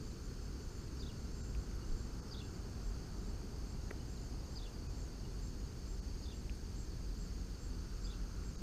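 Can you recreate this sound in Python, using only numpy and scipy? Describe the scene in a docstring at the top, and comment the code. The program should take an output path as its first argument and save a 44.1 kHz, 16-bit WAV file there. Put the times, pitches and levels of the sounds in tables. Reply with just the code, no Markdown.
"""A steady chorus of crickets fills a pond bank in the morning, over low wind and a distant road.
Each wing stroke excites a brief resonance, and many strokes merge into shimmering bands. A few small
crickets repeat thin, buzzy trills; one bird repeats a falling call and others whistle. A fishing rod
ticks in damped modes. The camera adds its own hiss and a faint pulsing whine."""
import sys
import numpy as np
from scipy import signal
from scipy.fft import rfft, irfft, next_fast_len
from scipy.io import wavfile
from scipy.ndimage import map_coordinates

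SR = 44100
rng = np.random.default_rng(int(sys.argv[2]) if len(sys.argv) > 2 else 0)


def digitize_waveform(pressure):
    """Quantize a signal to 16-bit integers and store it at the path in sys.argv[1].

    Rows of a 2-D input are taken as channels; values are limited to [-1, 1].
    """
    field = np.atleast_2d(pressure).T
    bounded = np.clip(field, -1, 1)
    quanta = np.round(bounded * 32767).astype(np.int16)
    wavfile.write(sys.argv[1], SR, quanta)


N = 380141

# cricket groups: (pitch [Hz], spread [Hz], stroke rate [1/s], stroke length [s],
# near level [dB], far level [dB])
CRICKET_GROUPS = [(3660, 182, 76, 0.022, -100, -106.5), (4620, 146, 70, 0.014, -72.5, -73),
                  (4484, 233, 110, 0.01, -73, -72), (5247, 258, 160, 0.0097, -75, -72.5),
                  (6257, 163, 220, 0.0056, -77, -72), (6580, 217, 220, 0.0062, -74.5, -75.5),
                  (7290, 240, 120, 0.0072, -82, -87.5)]
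# bouts of trills: (start [s], period [s], trills [count], trill length [s], pitch [Hz], level [dB])
TRILL_BOUTS = [(0, .677, 3, .15, 7220, -70.5), (.228, .381, 3, .06, 7240, -69.5),
               (.39, .393, 5, .095, 7430, -73), (2.412, .416, 6, .095, 7490, -71.3),
               (2.494, .648, 2, .125, 7220, -72.5), (3.8, .588, 9, .115, 6740, -71.5),
               (4.16, .69, 2, .13, 7220, -73), (4.953, .455, 4, .1, 7510, -68),
               (6.755, .418, 5, .1, 7590, -67.5)]
# falling calls: (start [s], level [dB], pace [ratio], scatter re direct sound [dB])
BIRD_CALLS = [(.993, -54, 1.02, -8), (2.308, -51.5, 1.04, -4), (4.554, -54, 1, -5),
              (6.219, -55.5, 1.03, -1), (8.04, -55, 1.18, -2)]
# syllables of a call: (delay [s], length [s], mid pitch [Hz], sweep [Hz], end upturn [Hz], level [dB])
CALL_SYLLABLES = [(.001, 0.0102, 4700, 700, 3, -1), (0.01, 0.0216, 4790, -700, -200, 0),
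                  (0.03, 0.0215, 3530, -250, 600, -6), (0.063, 0.0207, 3630, 804, 150, -4.5),
                  (.083, 0.0107, 3770, -800, 0, -5), (.097, .009, 3380, -300, -200, -5),
                  (.106, .013, 2720, -100, 350, -7), (.121, 0.0086, 2750, -200, 0, -13)]
# whistles and peeps: (start [s], length [s], top pitch [Hz], level [dB])
BIRD_WHISTLES = [(1.29, .27, 7460, -71), (1.815, 0.036, 2860, -72), (1.83, .26, 7340, -75),
                 (3.992, 0.032, 2950, -69), (4.86, 0.04, 2520, -73), (5.246, 0.016, 2890, -68)]
# ticks of rod and reel: (time [s], level [dB], pitch [Hz], relative handle knock [dB])
ROD_TICKS = [(1.550, -47, 2550, -30), (1.713, -55, 2210, -27), (1.757, -58, 11500, -30),
             (3.908, -41, 1956, -21), (3.911, -39.5, 1780, 1), (3.9115, -57, 10700, -30),
             (6.496, -43.5, 2600, -30), (6.553, -57, 9400, -30), (8.4365, -54, 2000, -28)]
# rod modes: (frequency re tick pitch [ratio], level [dB], t60 [s])
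ROD_MODES = [(.55, -45, 0.0033), (.76, -6, 0.0033), (1, 13, 0.0043), (1.16, -23, 0.0054)]
# handle modes: (frequency [Hz], level [dB], t60 [s])
HANDLE_MODES = [(405, 5.5, 0.023), (560, 6.5, 0.01), (950, -0.5, 0.012), (1400, 8, 0.0056)]
# wind buffets on the microphone: (centre [s], half length [s], pitch [Hz], level [dB])
WIND_BUFFETS = [(1.589, 0.015, 50.9, -38.5), (1.926, 0.031, 29, -32), (2.885, 0.035, 45.4, -39.5)]
# engine harmonics: (frequency re firing rate [ratio], level [dB])
ENGINE_ORDERS = [(1, 0), (4, -13)]
# traffic passes: (closest approach [s], time to half power [s], peak level [dB])
DRONE_APPROACH = (1.8, 7.4, -49.5)
ROAR_APPROACH = (4.1, 2.56, -64.5)
TYRE_APPROACHES = [(.5, .9, -68), (2.3, 0.8, -65), (8.25, 0.5, -65)]
ENGINE_APPROACH = (8.2, 1.74, -46.5)
# noise spectra: (frequency [Hz], relative spectral density [dB])
WIND_SPECTRUM = [(10, -15), (22, -5), (42, 1), (60, 0), (85, -4.5), (130, -27), (300, -68)]
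TRAFFIC_DRONE_SPECTRUM = [(50, -16), (90, -1), (120, 0.5), (160, -4), (240, -5), (310, -9), (410, -10.5),
                          (500, -16.5), (620, -30), (1200, -53.5)]
TYRE_ROAR_SPECTRUM = [(300, -19.5), (550, -1.5), (750, 0), (1000, -3.5), (1300, -7), (2000, -22.5),
                      (4000, -58)]
TYRE_HISS_SPECTRUM = [(700, -7.5), (1100, -4.5), (1380, -0.5), (1580, -5), (1800, -17), (2600, -35),
                      (5000, -67)]
AIR_SPECTRUM = [(500, -16), (1500, 4), (2200, -1), (2850, 0), (3300, -3.5), (4200, -4), (5800, -2),
                (7500, -5.5), (9000, -22), (15000, -59)]
MIC_HISS_SPECTRUM = [(500, 3.5), (4000, 5.5), (9000, 3.5), (11500, 0.5), (13800, 1.5), (15300, -2)]
# brief dips of the background hiss: (time [s])
HISS_DIPS = [1.425, 2.215, 4.882, 6.012, 8.572]


def cricket_chorus(swell_db=-0.1, shimmer_db=0.4):
    """Incoherent summation: near crickets are heard stroke by stroke, far ones merge into noise bands."""
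    field = np.zeros(N)
    for hz, spread_hz, rate, length, near_db, far_db in CRICKET_GROUPS:
        near = amp(near_db) * wing_strokes(hz, spread_hz, rate, length)
        band = filtered(rng.standard_normal(N), lambda f: np.exp(-((f - hz) / (2 * spread_hz)) ** 2))
        far = amp(far_db + shimmer_db * wobble(22)) * unit(band)
        field += (near + far) * amp(swell_db * wobble(4))
    return field


def wing_strokes(hz, spread_hz, rate, length, droop=0.051, uneven_db=3):
    """Stridulation: each stroke rings a wing with a tone that sags in pitch; nearer insects are louder."""
    count = int(rate * N / SR)
    timing, detune, nearness = rng.standard_normal((count, 3)).T[:, :, None]
    start = ((np.arange(count)[:, None] + timing) / rate * SR).astype(int) % N
    t = np.arange(int(length * SR)) / SR
    pitch = (hz + spread_hz * detune) * (1 + droop * (0.5 - t / length))
    envelope = amp(uneven_db * np.clip(nearness, -2, 2)) * np.sin(np.pi * t / length)
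    strokes = envelope * tone(pitch)
    samples = start + np.arange(len(t))
    return unit(np.bincount(samples.ravel(), strokes.ravel(), minlength=N)[:N])


def cricket_trills(uneven_db=1.2):
    """Rapid modulation makes a buzz: small crickets repeat a trill, each bout at its own even pace."""
    track = np.zeros(N)
    for start, period, count, length, hz, db in TRILL_BOUTS:
        for k in range(round(count)):
            gain = amp(db + uneven_db * rng.standard_normal())
            add(track, start + k * period, gain * thin_note(length, hz, arch=0.0355, depth=1))
    return scattered(track, t60=0.22, wet_db=-22)


def thin_note(length, hz, arch, depth, flutter_hz=84, rough=0.0054):
    """A note arches in pitch; depth sets a joint modulation of its frequency and amplitude."""
    t = np.arange(int(length * SR)) / SR
    bow = np.sin(np.pi * t / length)
    trough = (1 + np.cos(2 * np.pi * flutter_hz * rng.uniform(0.97, 1.04) * t)) / 2
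    jitter = np.interp(t * flutter_hz, np.arange(100), rng.standard_normal(100))
    pitch = hz * (1 - arch * (1 - bow) + depth * (0.006 - 0.055 * trough + rough * jitter))
    return unit(tone(pitch) * np.sqrt(np.abs(bow)) * (1 - 0.75 * depth * trough))


def falling_calls(rasp_db=-13, echo_db=-17, echo_s=0.04):
    """A bird rasps, then its syllables tumble down in three steps; reflection at the bank adds an echo."""
    track = np.zeros(N)
    rasp = noise([(4200, -44), (5200, 0), (5700, -2), (6800, -40)])
    for start, db, pace, wet_db in BIRD_CALLS:
        voice = amp(rasp_db) * rasp * np.exp(-((clock() - start + 0.016) / 0.017) ** 2)
        for delay, length, hz, sweep_hz, upturn_hz, level_db in CALL_SYLLABLES:
            note = amp(level_db) * syllable(length / pace, hz, sweep_hz, upturn_hz)
            add(voice, start + delay / pace, note)
            add(voice, start + delay / pace + echo_s, amp(echo_db) * note)
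        track += amp(db) * scattered(voice, t60=0.14, wet_db=wet_db)
    return track


def syllable(length, hz, sweep_hz, upturn_hz, rough=0.03, rough_db=2.0):
    """A whistle swells and fades along a parabolic sweep, roughened by random modulation."""
    u = np.linspace(-1, 1, int(length * SR))
    jitter, flutter = (np.interp(u, np.linspace(-1, 1, 7), row) for row in rng.standard_normal((2, 7)))
    pitch = (hz + sweep_hz * u / 2 + upturn_hz * u ** 2) * (1 + rough * jitter)
    envelope = np.sqrt(2 * np.abs(np.cos(np.pi * u / 2))) * amp(rough_db * flutter)
    return envelope * tone(pitch)


def bird_whistles():
    """Nearly pure tones: small birds give a few smooth whistles and peeps."""
    flock = np.zeros(N)
    for start, length, hz, db in BIRD_WHISTLES:
        add(flock, start, amp(db) * thin_note(length, hz, arch=0.0057, depth=0))
    return scattered(flock, t60=0.2, wet_db=-18)


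def rod_ticks(attack_s=0.0006):
    """Impulse response: each tick of the tackle excites damped modes of the rod and its handle."""
    track, t = np.zeros(N), np.arange(SR // 20) / SR
    ring = lambda hz, db, t60: amp(db - 60 * t / t60) * np.sin(2 * np.pi * hz * t)
    knock = sum(ring(*mode) for mode in HANDLE_MODES)
    for start, db, hz, knock_db in ROD_TICKS:
        tick = sum(ring(hz * ratio, level, t60) for ratio, level, t60 in ROD_MODES)
        add(track, start, amp(db) * (tick + amp(knock_db) * knock) * (1 - np.exp(-t / attack_s)))
    return track


def wind(mean_db=-45.5, swing_db=0.66, swell_rate=2.08):
    """Pressure fluctuations of light air rumble at the microphone, with a few brief low buffets."""
    air = amp(mean_db + swing_db * wobble(swell_rate)) * noise(WIND_SPECTRUM)
    for centre, width, hz, db in WIND_BUFFETS:
        envelope = amp(db) * np.exp(-((clock() - centre) / width) ** 2)
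        air += envelope * np.sqrt(2) * tone(hz * (1 + 0.113 * wobble(19.7)))
    return air


def road(firing_hz=44.7):
    """Superposition of distant traffic: a drone, tyre noise and the harmonics of one nearing engine."""
    firing = firing_hz * (1 + 0.0121 * wobble(4))
    engine = sum(amp(db + 2.1 * wobble(4.8)) * unit(tone(k * firing)) for k, db in ENGINE_ORDERS)
    roar = passing(*ROAR_APPROACH) * noise(TYRE_ROAR_SPECTRUM)
    hiss_power = sum(passing(*car) ** 2 for car in TYRE_APPROACHES)
    hiss = np.sqrt(hiss_power) * noise(TYRE_HISS_SPECTRUM)
    drone = passing(*DRONE_APPROACH) * noise(TRAFFIC_DRONE_SPECTRUM)
    return drone + roar + hiss + passing(*ENGINE_APPROACH) * engine


def passing(closest_s, half_power_s, db):
    """Spherical spreading: the amplitude of passing traffic falls as one over its distance."""
    return amp(db) / np.hypot(1, (clock() - closest_s) / half_power_s)


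def background_hiss(air_db=-66.5, mic_db=-70.5, dip_db=-11):
    """Broadband noise of outdoor air and microphone; its level dips briefly now and then."""
    dip = sum(np.exp(-((clock() - centre) / 0.011) ** 4) for centre in HISS_DIPS)
    hiss = amp(air_db) * noise(AIR_SPECTRUM) + amp(mic_db) * noise(MIC_HISS_SPECTRUM)
    return hiss * amp(dip_db * dip)


def camera_whine(hz=8400, step_hz=45, rise_hz=90, jitter_hz=45, frame_hz=60, db=-78.0):
    """A gated tone: the electronics sing one rising burst per frame, alternately higher and lower."""
    phase = 2 * np.pi * frame_hz * clock()
    burst = np.sqrt(np.maximum(np.cos(phase), 0))
    pitch = hz + step_hz * np.cos(phase / 2) + rise_hz * np.sin(phase) + jitter_hz * wobble(90)
    return amp(db) * unit(burst * tone(pitch))


def scattered(x, t60, wet_db):
    """Scattering from grass, bank and trees adds a decaying tail, at about the same total power."""
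    t = np.arange(SR // 2) / SR
    tail = rng.standard_normal(len(t)) * amp(-60 * t / t60)
    echo = signal.fftconvolve(x, tail / np.linalg.norm(tail))[:N]
    return (x + amp(wet_db) * echo) / np.hypot(1, amp(wet_db))


def amp(db):
    """Amplitude ratio of a level in decibels."""
    return 10 ** (np.asarray(db) / 20)


def unit(x):
    """Normalisation to rms 1."""
    return x / np.sqrt(np.mean(x ** 2) + 1e-20)


def clock():
    """Sample times in seconds."""
    return np.arange(N) / SR


def wobble(rate):
    """Smooth random modulation: a spline through rate knots a second."""
    knots = rng.standard_normal(int(rate * N / SR) + 4)
    steps = np.arange(10 * len(knots)) / 10
    return np.interp(clock() * rate, steps, map_coordinates(knots, [steps], mode="nearest"))


def filtered(x, gain):
    """Linear filtering: the spectrum of x times gain(frequency)."""
    size = next_fast_len(N + SR // 4)
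    return irfft(rfft(x, size) * gain(np.fft.rfftfreq(size, 1 / SR)), size)[:N]


def noise(spectrum):
    """Coloured noise of rms 1, shaped by (frequency [Hz], level [dB]) points."""
    f, db = np.transpose(spectrum)
    gain = lambda hz: amp(np.interp(np.log(hz + 1), np.log(f), db))
    return unit(filtered(rng.standard_normal(N), gain))


def tone(hz):
    """A sine whose phase is the integral of its frequency."""
    return np.sin(2 * np.pi * np.cumsum(hz, axis=-1) / SR)


def add(track, start_s, sound):
    """Superpose a sound on the track at start_s."""
    start = max(round(start_s * SR), 0)
    part = track[start:start + len(sound)]
    part += sound[:len(part)]


def scene():
    """Superposition of everything heard from the bank, in mono."""
    animals = cricket_chorus() + cricket_trills() + bird_whistles() + falling_calls()
    return (animals + rod_ticks() + wind() + road() + background_hiss() + camera_whine())[None]


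def record(dry, top_hz=15350):
    """Ideal low-pass filtering: the camera keeps nothing above its band limit."""
    return filtered(dry[0], lambda hz: hz < top_hz)[None]


dry = scene()
out = record(dry)
digitize_waveform(out)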